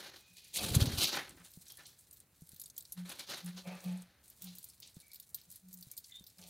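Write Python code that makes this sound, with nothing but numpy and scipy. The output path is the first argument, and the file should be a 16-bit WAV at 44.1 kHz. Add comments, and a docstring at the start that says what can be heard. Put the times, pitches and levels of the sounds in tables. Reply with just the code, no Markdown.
"""Feathers rustle in a hushed room while budgies on a wooden perch nibble at a spray of millet.
A neighbour peeps, steps set the perch humming, beaks crack hulls, and a fluttering bird blows on the microphone.
Feathers, nibbles and cracks are shaped noise, with a microphone ring in the cracks; peeps and hum are wavering tones.
Gusts are single pressure swings, hops rub wood resonances, and dropped bits tap as short low tones."""
import sys
import numpy as np
from scipy import signal
from scipy.fft import rfft, irfft, next_fast_len
from scipy.io import wavfile

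SR = 44100
rng = np.random.default_rng(int(sys.argv[2]) if len(sys.argv) > 2 else 0)


def to_wav(sig):
    """Store sig (one row per channel, or 1-D mono) as 16-bit WAV at the path in sys.argv[1].

    Samples outside -1..1 are clipped; the rate is SR.
    """
    pcm = np.clip(np.atleast_2d(sig), -1, 1) * 32767
    pcm = np.round(pcm).astype(np.int16)
    wavfile.write(sys.argv[1], SR, pcm.T)  # frames by channels


N = 286209
TIME = np.arange(N) / SR   # seconds


def amp(db):
    """Turn decibels into a gain."""
    return 10 ** (np.asarray(db) / 20)


def unit(x):
    """Scale to an average (rms) level of 1."""
    return x / np.sqrt(np.mean(x ** 2) + 1e-20)


def curve(rows, column=1, outside=None):
    """Join one column of a table by straight lines in time."""
    rows = np.array(rows)
    return np.interp(TIME, rows[:, 0], rows[:, column], outside, outside)


def colour(x, points):
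    """Shape the spectrum of a signal by points joined on a log-frequency axis."""
    size = next_fast_len(N)
    hz = np.maximum(np.arange(size // 2 + 1) * SR / size, 1)
    points = np.array(points)
    gain_db = np.interp(np.log(hz), np.log(points[:, 0]), points[:, 1])
    return unit(irfft(rfft(x, size) * amp(gain_db), size)[:N])


def band(x, low_hz, high_hz):
    """Keep mainly what lies between two frequencies."""
    edges_hz = [low_hz, min(high_hz, .45 * SR)]
    return signal.sosfilt(signal.butter(2, edges_hz, "band", fs=SR, output="sos"), x)


def resonance(x, hz, width_hz):
    """Ring at one frequency, with gain 1 on top; a narrow width rings longer."""
    r = np.exp(-np.pi * width_hz / SR)
    feedback = [1, -2 * r * np.cos(2 * np.pi * hz / SR), r * r]
    return signal.lfilter([(1 - r * r) / 2, 0, (r * r - 1) / 2], feedback, x)


def drift(rate_hz):
    """Wander slowly by chance, with a spread of 1."""
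    r = np.exp(-2 * np.pi * rate_hz / SR)
    wander = signal.lfilter([1], [1, -2 * r, r * r], rng.standard_normal(N + SR))
    return unit(wander[SR:])   # skip the first second, while the filter settles


def add(out, s, burst):
    """Mix a burst in at a moment."""
    at = max(round(s * SR), 0)
    out[at:at + len(burst)] += burst[:N - at]


def swell(s, peak_db, rise_db_per_s, held_s, fall_db_per_s, choke_db_per_s2=0):
    """Gain that rises to a crest, holds and dies, straight in decibels or ever faster."""
    early = np.minimum(TIME - s, 0)
    late = np.maximum(TIME - s - held_s, 0)
    db = peak_db + early * rise_db_per_s - late * (fall_db_per_s + late * choke_db_per_s2)
    gain, heard = np.zeros(N), db > -125
    gain[heard] = amp(db[heard])
    return gain


# moves of the plumage, each swelling fast and dying away:
# crest_s, swish_db, fall_db_per_s, body_db (low part, relative to swish), sizzle_db (top part, likewise)
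PLUMAGE_MOVES = [(0.0, -48, 91.5, -1.5, -5), (0.068, -64.5, 248, -2.5, -11), (.16, -68, 65, -47, -13),
                 (.37, -55.5, 106, -16.5, -4), (0.449, -62, 150.5, -27.5, -9), (.542, -43.5, 57.5, -13, 1),
                 (.572, -44, 87.5, -5.5, -1.5), (0.63, -47, 169.5, -1, -4),
                 (0.689, -45.5, 220.5, -6.5, -1.5), (0.745, -44.5, 259.5, -2, 0.5),
                 (0.804, -37.5, 259.5, -3, -4), (0.857, -40, 229.5, -2.5, -5),
                 (0.919, -41, 246.5, -2, -3.5), (0.984, -31, 270, -8, -0.5), (1.016, -30, 150, -8.5, -4),
                 (1.089, -47.5, 304, -4.5, -3.5), (1.13, -37.5, 177, 1.5, -3.5),
                 (1.173, -52.5, 207, 10.5, -14), (1.3, -79, 303, -11, -1), (1.378, -66, 188, 6, -15),
                 (1.45, -59.5, 270, -6, 4.5), (1.7, -54, 270, -8, -6), (1.788, -61, 108, 1, -6),
                 (1.858, -55, 303, -33, -27), (2.975, -56.5, 177, -1.5, -1), (3.058, -55, 95, -3.5, -1),
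                 (3.097, -47.5, 178, -3, -2.5), (3.194, -44, 317, -7, -2.5), (3.274, -51, 150, -7, -8),
                 (3.3, -40.5, 147, -2.5, -5), (3.342, -63.5, 204, -10, 3), (3.466, -55, 141, -0.5, -2.5),
                 (3.575, -47, 298, -8, -7), (3.674, -56.5, 43, 1, -5), (3.849, -54.5, 146, -10, 1.5),
                 (3.91, -71.5, 103, 5.5, -1), (3.96, -67, 240, -28, 5), (4.421, -57.5, 68, -9.5, 0.5),
                 (4.472, -62, 153, -13.5, -22), (4.828, -52, 210, -16, -9), (5.378, -61, 207, -26, -11),
                 (6.39, -68.5, 195, -1.5, 6.5), (6.426, -57.5, 130, -14, -6)]
# sharper feather strokes on top of the swish: start_s, level_db, sizzle_db (relative to swish), length_s
FEATHER_STROKES = [(0.557, -45, -1.5, 0.036), (0.654, -52, -2, 0.013), (0.692, -74, 11, 0.027),
                   (0.703, -42, 3, 0.0046), (0.748, -43, 4, 0.018), (0.803, -41.5, -0.5, 0.03),
                   (0.857, -45, 3, 0.025), (0.872, -56, 0, 0.012), (0.916, -56.5, 1.5, 0.044),
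                   (0.972, -48, -1, 0.023), (1.007, -38.5, -25, 0.019), (1.041, -34, -12, 0.021),
                   (1.127, -39, -10, 0.016), (1.16, -56, -8, 0.013), (3.562, -68, -16, 0.028)]
# tone colour of feathers before they are split into registers: pitch_hz, density_db (per Hz)
FEATHER_COLOUR = [(150, 20.5), (250, 2.5), (470, -9.5), (1110, -9.5), (1750, -2.5), (3010, -1),
                  (4350, -0.5), (5190, 0), (6630, 4), (7500, 1), (9420, -0.5), (15100, -10.5),
                  (16500, -32.5)]
RUSTLE_RISE_DB_PER_S = 2000.5


def plumage():
    """Vanes slide over each other: grainy noise in three registers, with sharper strokes on top."""
    grain_size = amp(3.0 * np.minimum(rng.exponential(1, N), 3))
    barbs = (rng.random(N) < 4000 / SR) * grain_size * rng.standard_normal(N)   # about 4000 grains a second
    lumpy = rng.standard_normal(N) * amp(1.27 * drift(110))
    air = colour(0.52 * unit(barbs) + lumpy, FEATHER_COLOUR)
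    body = unit(band(band(air, 290, 2600), 330, 2700))
    swish = unit(band(air, 1600, 6870))
    sizzle = unit(band(air, 5000, 22000))
    swish = unit(swish + 0.82 * resonance(swish, 4200, 950))   # the microphone favours a band near 4.2 kHz
    body = body * amp(0.84 * drift(39))   # body and sizzle each flutter on their own
    sizzle = sizzle * amp(1.8 * drift(28))

    rustles = np.zeros(N)
    for s, swish_db, fall, body_db, sizzle_db in PLUMAGE_MOVES:
        mix = swish + amp(body_db) * body + amp(sizzle_db) * sizzle
        rustles += swell(s, swish_db, RUSTLE_RISE_DB_PER_S, 0, fall) * mix

    swish_gain, sizzle_gain = np.zeros((2, N))
    t = np.arange(4000) / SR
    for s, level_db, sizzle_db, length in FEATHER_STROKES:
        # the vanes part abruptly
        stroke = amp(level_db) * (1 - np.exp(-t / .0015)) * np.exp(-(t / length) ** 3)
        add(swish_gain, s, stroke)
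        add(sizzle_gain, s, amp(sizzle_db) * stroke)
    return (rustles + swish_gain * swish + sizzle_gain * sizzle) * amp(2.0 * drift(41))


# tone colour of the room's hush: pitch_hz, density_db (per Hz)
HUSH_COLOUR = [(15, -68.5), (25, -13), (65, 7.5), (124, 6.5), (280, -5), (1090, -13), (2820, -15.5),
               (4020, -41.5), (5720, -33.5), (9850, -18), (14400, -16.5), (16500, -27)]
HUSH_DB = -72.5   # before its slow drift


def hush():
    """The quiet room is steady coloured noise whose level wanders slowly."""
    return amp(HUSH_DB) * colour(rng.standard_normal(N), HUSH_COLOUR) * amp(1.5 * drift(6))


# nibbling, joined by straight lines; it also guides the small cracks: time_s, rustle_db (before flicker)
NIBBLE_LEVEL = [(0, -78), (.13, -94), (.16, -71), (.5, -68), (1.2, -70), (1.35, -73), (1.5, -66),
                (2.05, -68), (2.2, -69.5), (2.25, -78), (2.34, -79), (2.37, -69.5), (2.68, -65.5),
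                (2.74, -79.5), (2.78, -63.5), (2.9, -67.5), (3.0, -74.5), (3.6, -71.5), (3.85, -65),
                (4.02, -73.5), (4.07, -88), (4.21, -88), (4.24, -67.5), (4.7, -67), (4.78, -77), (5.0, -67),
                (5.25, -66), (5.33, -77.5), (5.4, -66), (5.47, -77), (5.53, -63), (5.64, -74.5),
                (5.75, -67.5), (6.3, -66.5), (6.35, -73.5), (6.49, -65)]
# tone colour of rubbing hull bits: pitch_hz, density_db (per Hz)
HULL_COLOUR = [(880, -48), (1500, -8.5), (2820, -8.5), (4050, 2), (5360, -2), (8510, 2), (14100, -1.5),
               (16000, -3), (16500, -10.5)]


def nibbling():
    """Tiny hull fragments rub and tick in clumps; the lower and upper treble wander apart."""
    tick_size = amp(1.2 * np.minimum(rng.exponential(1, N), 3))
    ticks = (rng.random(N) < 3000 / SR) * tick_size * rng.standard_normal(N)   # about 3000 ticks a second
    rustle = colour(unit(ticks) + 0.85 * rng.standard_normal(N), HULL_COLOUR)
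    lower = band(rustle, 500, 7500)
    upper = rustle - lower
    patchy = lower * amp(2.4 * drift(17.0)) + upper * amp(2.0 * drift(11))
    return amp(curve(NIBBLE_LEVEL) + 2.0 * drift(47) + 2.0 * drift(12)) * patchy


# peeps of a neighbour, and at 3.196 s the short ring of a tick:
# crest_s, held_s, first_hz, last_hz, level_db (before its tremble)
PEEPS_AND_TICK_RING = [(.19, 0.307, 2490, 2485, -75), (1.7, 0.057, 3240, 3290, -72),
                       (1.78, 0.017, 1746, 1780, -65.5), (3.196, 0.0029, 2290, 2280, -50.5),
                       (5.03, 0.12, 2280, 2280, -74.5), (5.28, .04, 2200, 2210, -89.5),
                       (5.92, 0.019, 2230, 2330, -76.5), (6.1, 0.038, 2050, 2010, -71.5),
                       (6.122, 0.043, 3535, 3670, -56.5), (6.175, 0.031, 3670, 3600, -63)]
PEEP_RISE_DB_PER_S, PEEP_FALL_DB_PER_S = 1800, 447.5


def peeps_and_tick_ring(wobble_hz, flutter_db, breath):
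    """Thin, hoarse tones with a weak octave: pitch and level tremble, air noise rides on them."""
    wobble = wobble_hz * drift(60)
    voice = amp(flutter_db * drift(53)) + breath * drift(300)
    out = np.zeros(N)
    for s, held, first_hz, last_hz, level_db in PEEPS_AND_TICK_RING:
        pitch = np.interp(TIME, [s, s + held + .03], [first_hz, last_hz])
        phase = 2 * np.pi * np.cumsum(pitch + wobble) / SR
        tone = np.sin(phase) + 0.11 * np.sin(2 * phase)
        out += swell(s, level_db, PEEP_RISE_DB_PER_S, held, PEEP_FALL_DB_PER_S) * tone
    return np.sqrt(2) * voice * out


# steps that set the perch humming: crest_s, level_db, held_s, fall_db_per_s (at first)
PERCH_STEPS = [(.312, -70, 0.0075, 112), (1.406, -60.5, 0.0056, 383), (2.982, -43.5, 0.051, 213),
               (3.45, -43, 0.049, 400), (3.549, -48.5, 0.018, 192), (3.676, -41.5, 0.0067, 402.5),
               (3.721, -48.5, .04, 457), (3.864, -38, 0.056, 65), (4.446, -50.5, 0.052, 170),
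               (5.488, -66, .003, 402), (5.643, -58.5, 0.061, 906), (5.738, -58.5, 0.067, 260),
               (6.397, -58, 0.002, 184), (6.46, -66, .003, 260)]
# creaks of the perch under a hop: crest_s, level_db, held_s
PERCH_CREAKS = [(0.601, -48.5, 0.0563), (3.666, -52, 0.0568), (3.85, -58.5, 0.08), (4.008, -94, 0.9),
                (6.4, -68, .07)]
# higher ways the wood can ring in a creak: pitch_hz, width_hz, level_db (relative)
WOOD_MODES = [(544, 110, 13.5), (666, 130, 10.5), (870, 8.7, 5), (1180, 17, 3), (2380, 300, 8),
              (2530, 110, 7)]
# dull taps of dropped bits: start_s, level_db, pitch_hz, t60_s (time to fall by 60 dB)
DULL_TAPS = [(1.573, -43, 169, 0.05), (2.421, -44.5, 159, 0.072), (2.533, -49, 164, 0.032),
             (4.968, -40.5, 162, 0.043), (5.87, -47.5, 132, 0.039), (6.209, -48.5, 181, 0.049)]
PERCH_HZ, STEP_RISE_DB_PER_S = 180.2, 934   # the pitch wavers around this
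GRIP_DAMPING_DB_PER_S2 = 898   # the feet close round the perch and choke the hum
CREAK_RISE_DB_PER_S, CREAK_FALL_DB_PER_S = 700, 150.5


def perch():
    """The lowest bending mode hums; a hop rubs the higher modes; taps ring short and low."""
    phase = 2 * np.pi * np.cumsum(PERCH_HZ + 2.5 * drift(8)) / SR
    hum = np.sqrt(2) * np.sin(phase) * amp(.6 * drift(25))
    steps = np.zeros(N)
    for s, level_db, held, fall in PERCH_STEPS:
        steps += swell(s, level_db, STEP_RISE_DB_PER_S, held, fall, GRIP_DAMPING_DB_PER_S2)
    out = hum * steps

    rub = rng.standard_normal(N) * amp(1.8 * drift(54))   # the grip slips in lumps
    grip, wood = np.zeros((2, N))
    for s, level_db, held in PERCH_CREAKS:
        grip += swell(s, level_db, CREAK_RISE_DB_PER_S, held, CREAK_FALL_DB_PER_S)
    for hz, width, level_db in WOOD_MODES:
        wood += amp(level_db) * unit(resonance(resonance(rub, hz, width), hz, 2 * width))
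    out += grip * unit(wood)

    t = np.arange(SR // 4) / SR
    for s, level_db, hz, t60 in DULL_TAPS:
        envelope = (1 - np.exp(-t / 0.00033)) * amp(-60 * t / t60)
        add(out, s, amp(level_db) * np.sin(2 * np.pi * hz * t) * envelope)
    return out


FIRST_BREAK_DB, FIRST_BREAK_S = 6, 0.00084   # the first split stands out of the crumble


def splinters(t60, length):
    """A brittle break: lumpy noise, quick rise with a spike, exponential death."""
    t = np.arange(length) / SR
    white, lumps = rng.standard_normal((2, length))
    lumpy = amp(1.77 * unit(signal.lfilter([1], [1, -.95], lumps)))
    spike = amp(FIRST_BREAK_DB * np.exp(-t / FIRST_BREAK_S))
    return white * lumpy * spike * (1 - np.exp(-t / .0005)) * amp(-60 * t / t60)


# hull cracks, with a few feather snaps near 3.1 and 3.3 s:
# time_s, level_db (of the snap, before the last filters), brightest_hz,
# ring_db (microphone, relative to the snap), t60_s (time for the break to fall by 60 dB)
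CRACKS_AND_FEATHER_SNAPS = [(0.37, -41.5, 7200, -26, 0.028), (0.4484, -48, 6750, -17, 0.028),
                            (1.294, -37, 8030, -11, 0.028), (1.3075, -44, 8140, -15, 0.025),
                            (1.3733, -54, 9740, -31, 0.028), (1.449, -40.5, 9300, -15, 0.026),
                            (1.517, -43, 12800, -11, 0.028), (1.537, -43.5, 8650, -1, 0.032),
                            (1.656, -50, 8000, -14, 0.028), (1.6837, -37.5, 6120, -20, 0.051),
                            (1.702, -40, 5350, -17, 0.057), (1.721, -36, 12800, -15, 0.028),
                            (1.7724, -38, 9900, -8, 0.037), (1.8357, -49, 8400, -13, 0.021),
                            (1.8667, -39, 8700, -9, 0.036), (1.9895, -46, 8730, -15, 0.051),
                            (2.1114, -40.5, 9250, -17, 0.028), (2.1291, -41.5, 13200, -15.5, 0.084),
                            (2.171, -47.5, 13100, -19, 0.032), (2.2029, -41.5, 9100, -19, 0.028),
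                            (2.4195, -49, 8740, -11, 0.028), (2.4718, -49, 14050, -7, 0.028),
                            (2.4923, -37, 10500, -12, 0.018), (2.5446, -44.5, 14100, -15.5, 0.028),
                            (2.563, -41, 13600, -5, 0.028), (2.583, -54, 14300, -15, 0.031),
                            (2.598, -31.5, 11200, -13, 0.054), (2.616, -30.5, 11800, -4, 0.04),
                            (2.6377, -39, 6900, -13, 0.044), (2.659, -35.5, 8480, -3, 0.031),
                            (2.7005, -39.5, 6540, -3, 0.028), (2.766, -37.5, 7310, -8, 0.035),
                            (2.7793, -24.5, 13600, -11.5, 0.05), (2.808, -35.5, 7430, -3.5, 0.024),
                            (2.8244, -42, 13300, -7, 0.028), (2.8532, -41, 7400, 1.5, 0.028),
                            (2.9226, -27.5, 11200, -18, 0.055), (3.0944, -35, 10300, -16, 0.031),
                            (3.1941, -33.5, 7240, -1, 0.028), (3.3448, -44, 5450, 12, 0.028),
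                            (3.4456, -41, 12700, -15, 0.045), (3.461, -36, 9700, -22, 0.034),
                            (3.675, -44, 9800, -15, 0.032), (3.7524, -43, 8760, -9, 0.031),
                            (3.8046, -44, 6400, -8, 0.03), (3.8417, -39, 13000, -19, 0.023),
                            (3.8836, -52, 6300, -12.5, 0.031), (3.9744, -46, 8700, -23, 0.028),
                            (4.0214, -42.5, 9050, -23, 0.028), (4.2807, -45, 9220, -17, 0.084),
                            (4.3008, -40, 12700, -19, 0.028), (4.4217, -29, 14440, -16, 0.035),
                            (4.4426, -34, 13500, -18, 0.037), (4.4854, -53, 5780, -15, 0.028),
                            (4.5524, -39.5, 13400, -22, 0.045), (4.585, -32.5, 13200, -5, 0.034),
                            (4.6299, -40, 10700, -19, 0.043), (4.6427, -33, 13500, -11.5, 0.039),
                            (4.6877, -40, 8350, -24, 0.055), (4.6992, -38.5, 5030, -23, 0.071),
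                            (4.802, -37, 14200, -38, 0.028), (4.8229, -45, 5070, -15, 0.028),
                            (4.8746, -43, 7800, -20, 0.028), (4.9447, -48, 8100, -21, 0.028),
                            (5.002, -42.5, 9600, -1, 0.042), (5.0674, -51, 10100, -15, 0.028),
                            (5.1176, -42, 4970, -4, 0.028), (5.1337, -36.5, 13100, -6, 0.04),
                            (5.1454, -37, 13100, -5, 0.028), (5.1583, -37.5, 13100, -2, 0.033),
                            (5.1997, -34.5, 13100, -4, 0.028), (5.2919, -48, 11100, -15, 0.028),
                            (5.3452, -24, 13200, -5, 0.041), (5.3764, -50, 14500, -12, 0.028),
                            (5.415, -42.5, 13400, 0, 0.028), (5.5028, -41, 10600, -25, 0.038),
                            (5.515, -37, 13300, -17, 0.028), (5.5243, -39.5, 11100, -13, 0.056),
                            (5.5588, -34.5, 11100, -9.5, 0.037), (5.6865, -46, 13100, -18, 0.028),
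                            (5.7299, -39, 11700, -24, 0.028), (5.7399, -37, 14300, -21, 0.038),
                            (5.7736, -43.5, 8500, -20, 0.028), (5.788, -45, 11200, -15, 0.03),
                            (5.81, -37.5, 13300, -23, 0.034), (5.827, -37.5, 12800, 1.5, 0.036),
                            (5.9064, -60, 8200, -26, 0.028), (5.915, -31.5, 12800, -22, 0.044),
                            (5.9684, -38, 8790, -12, 0.045), (5.9773, -28, 13300, -6.5, 0.05),
                            (6.0423, -45.5, 6200, 6.5, 0.057), (6.1114, -47, 6720, -22, 0.026),
                            (6.1973, -46, 6270, -8, 0.028), (6.2407, -41, 14400, -1, 0.023),
                            (6.2668, -40, 13000, 1.5, 0.074), (6.2754, -46.5, 12900, -8, 0.026),
                            (6.3014, -49, 5000, -7, 0.035), (6.3839, -43, 4970, -15, 0.028),
                            (6.4154, -43, 6240, -15, 0.035), (6.439, -44, 6160, -8, 0.028)]
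MICROPHONE_RING_HZ, MICROPHONE_RING_WIDTH_HZ = 4300, 2100
SMALL_CRACKS_PER_S, SMALL_CRACK_T60_S = 8, .025
SMALL_CRACK_OVER_RUSTLE_DB = 14   # the faintest ones; chance adds up to 8 dB


def cracks():
    """Each break snaps in its own bright colour and excites the microphone's ring near 4 kHz."""
    out = np.zeros(N)
    # small cracks fall by chance
    when, size, pitch = rng.random((int(SMALL_CRACKS_PER_S * N / SR), 3)).T
    when = when * TIME[-1]
    rustle_db = curve(NIBBLE_LEVEL)[(when * SR).astype(int)]
    small_db = rustle_db + SMALL_CRACK_OVER_RUSTLE_DB + 8 * size
    small_hz = 6000 * 2.3 ** pitch
    small = [(s, db, hz, -18, SMALL_CRACK_T60_S) for s, db, hz in zip(when, small_db, small_hz)]
    for s, level_db, hz, ring_db, t60 in list(CRACKS_AND_FEATHER_SNAPS) + small:
        burst = splinters(t60, length=3000)
        snap = 0.74 * resonance(burst, hz, 0.14 * hz) + 0.27 * band(burst, 5200, 12300)
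        ring = resonance(burst, MICROPHONE_RING_HZ, MICROPHONE_RING_WIDTH_HZ)
        ring = resonance(ring, MICROPHONE_RING_HZ, 1.6 * MICROPHONE_RING_WIDTH_HZ)
        crack = snap / abs(snap).max() + amp(ring_db) * ring / abs(ring).max()
        add(out, s - .001, amp(level_db) * crack)
    bright = band(band(out, 4200, 19500), 2930, 19500)
    return 0.72 * bright + 0.034 * out   # little sounds below the ring


# wing draught on the microphone, joined by straight lines: time_s, level_db (before its drift)
WING_DRAUGHT = [(0.52, -86), (0.62, -47), (0.734, -42), (0.775, -38), (0.884, -38), (0.91, -45.5),
                (1.054, -53), (1.128, -75), (1.35, -63), (1.45, -74)]
# single gusts of a downstroke: crest_s, level_db (before the envelope), pitch_hz
WING_GUSTS = [(0.638, -41.5, 89), (0.715, -32, 81), (0.7673, -14, 118), (0.82, -18, 101), (0.876, -27, 117),
              (0.886, -34.5, 130), (0.936, -32, 82.5), (0.983, -32.5, 89), (1.041, -40, 137)]


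def draught():
    """Wing beats blow on the microphone: lumpy low turbulence, and a pressure swing for each listed gust."""
    turbulence = unit(band(rng.standard_normal(N), 44, 290)) * amp(1.3 * drift(7.6))
    out = amp(curve(WING_DRAUGHT, outside=-200)) * turbulence
    for s, level_db, hz in WING_GUSTS:
        turns = (TIME - s) * hz
        width = np.where(turns < .28, .55, .7)   # in turns; it fades a little slower than it grows
        out += amp(level_db) * np.cos(2 * np.pi * turns) * np.exp(-((turns - .28) / width) ** 2)
    return out


ROOM_T60_S, ROOM_DB = 0.093, -16.5   # time for the lower part to fall by 60 dB; gain of the answer


def room(x):
    """Dying noise answers; the treble dies sooner, with a faint wide part of opposite sign in the two ports."""
    t = np.arange(SR // 2) / SR
    low, high, wide = rng.standard_normal((3, len(t))) * (t > .003)   # silent for the first 3 ms
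    low = band(low, 100, 5500) * amp(-60 * t / ROOM_T60_S)
    treble_fade = amp(-60 * t / (0.78 * ROOM_T60_S))
    high, wide = band(np.array([high, wide]), 11000, 19000) * treble_fade
    scale = np.sqrt(np.sum(low ** 2))
    mid = signal.fftconvolve(x, (low + 1.4 * high) / scale)[:N]
    side = signal.fftconvolve(x, 0.12 * wide / scale)[:N]
    return mid + side * [[1], [-1]]


def scene():
    """All sources sit in the middle over the hush; the room answers the birds."""
    tones = peeps_and_tick_ring(wobble_hz=25.1, flutter_db=3.5, breath=0.56)
    birds = plumage() + nibbling() + tones + cracks()
    return birds + perch() + draught() + hush() + amp(ROOM_DB) * room(birds)


# tone colour of the faint hiss between the ports: pitch_hz, density_db (per Hz)
HISS_COLOUR = [(15, -41), (25, -7.5), (134, -7.5), (3160, -17), (7110, -7.5), (14000, -9), (16000, -13)]
HISS_DB = -83   # before it wavers
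CUTOFF_HZ = 16500


def record(dry):
    """Add a faint wavering hiss, opposite in the two ports; the top is cut steeply."""
    waver = amp(HISS_DB + 3.8 * drift(18))
    hiss = waver * colour(rng.standard_normal(N), HISS_COLOUR) * [[1], [-1]]
    return signal.sosfilt(signal.cheby2(18, 70, CUTOFF_HZ, fs=SR, output="sos"), dry + hiss)


dry = scene()
out = record(dry)
to_wav(out)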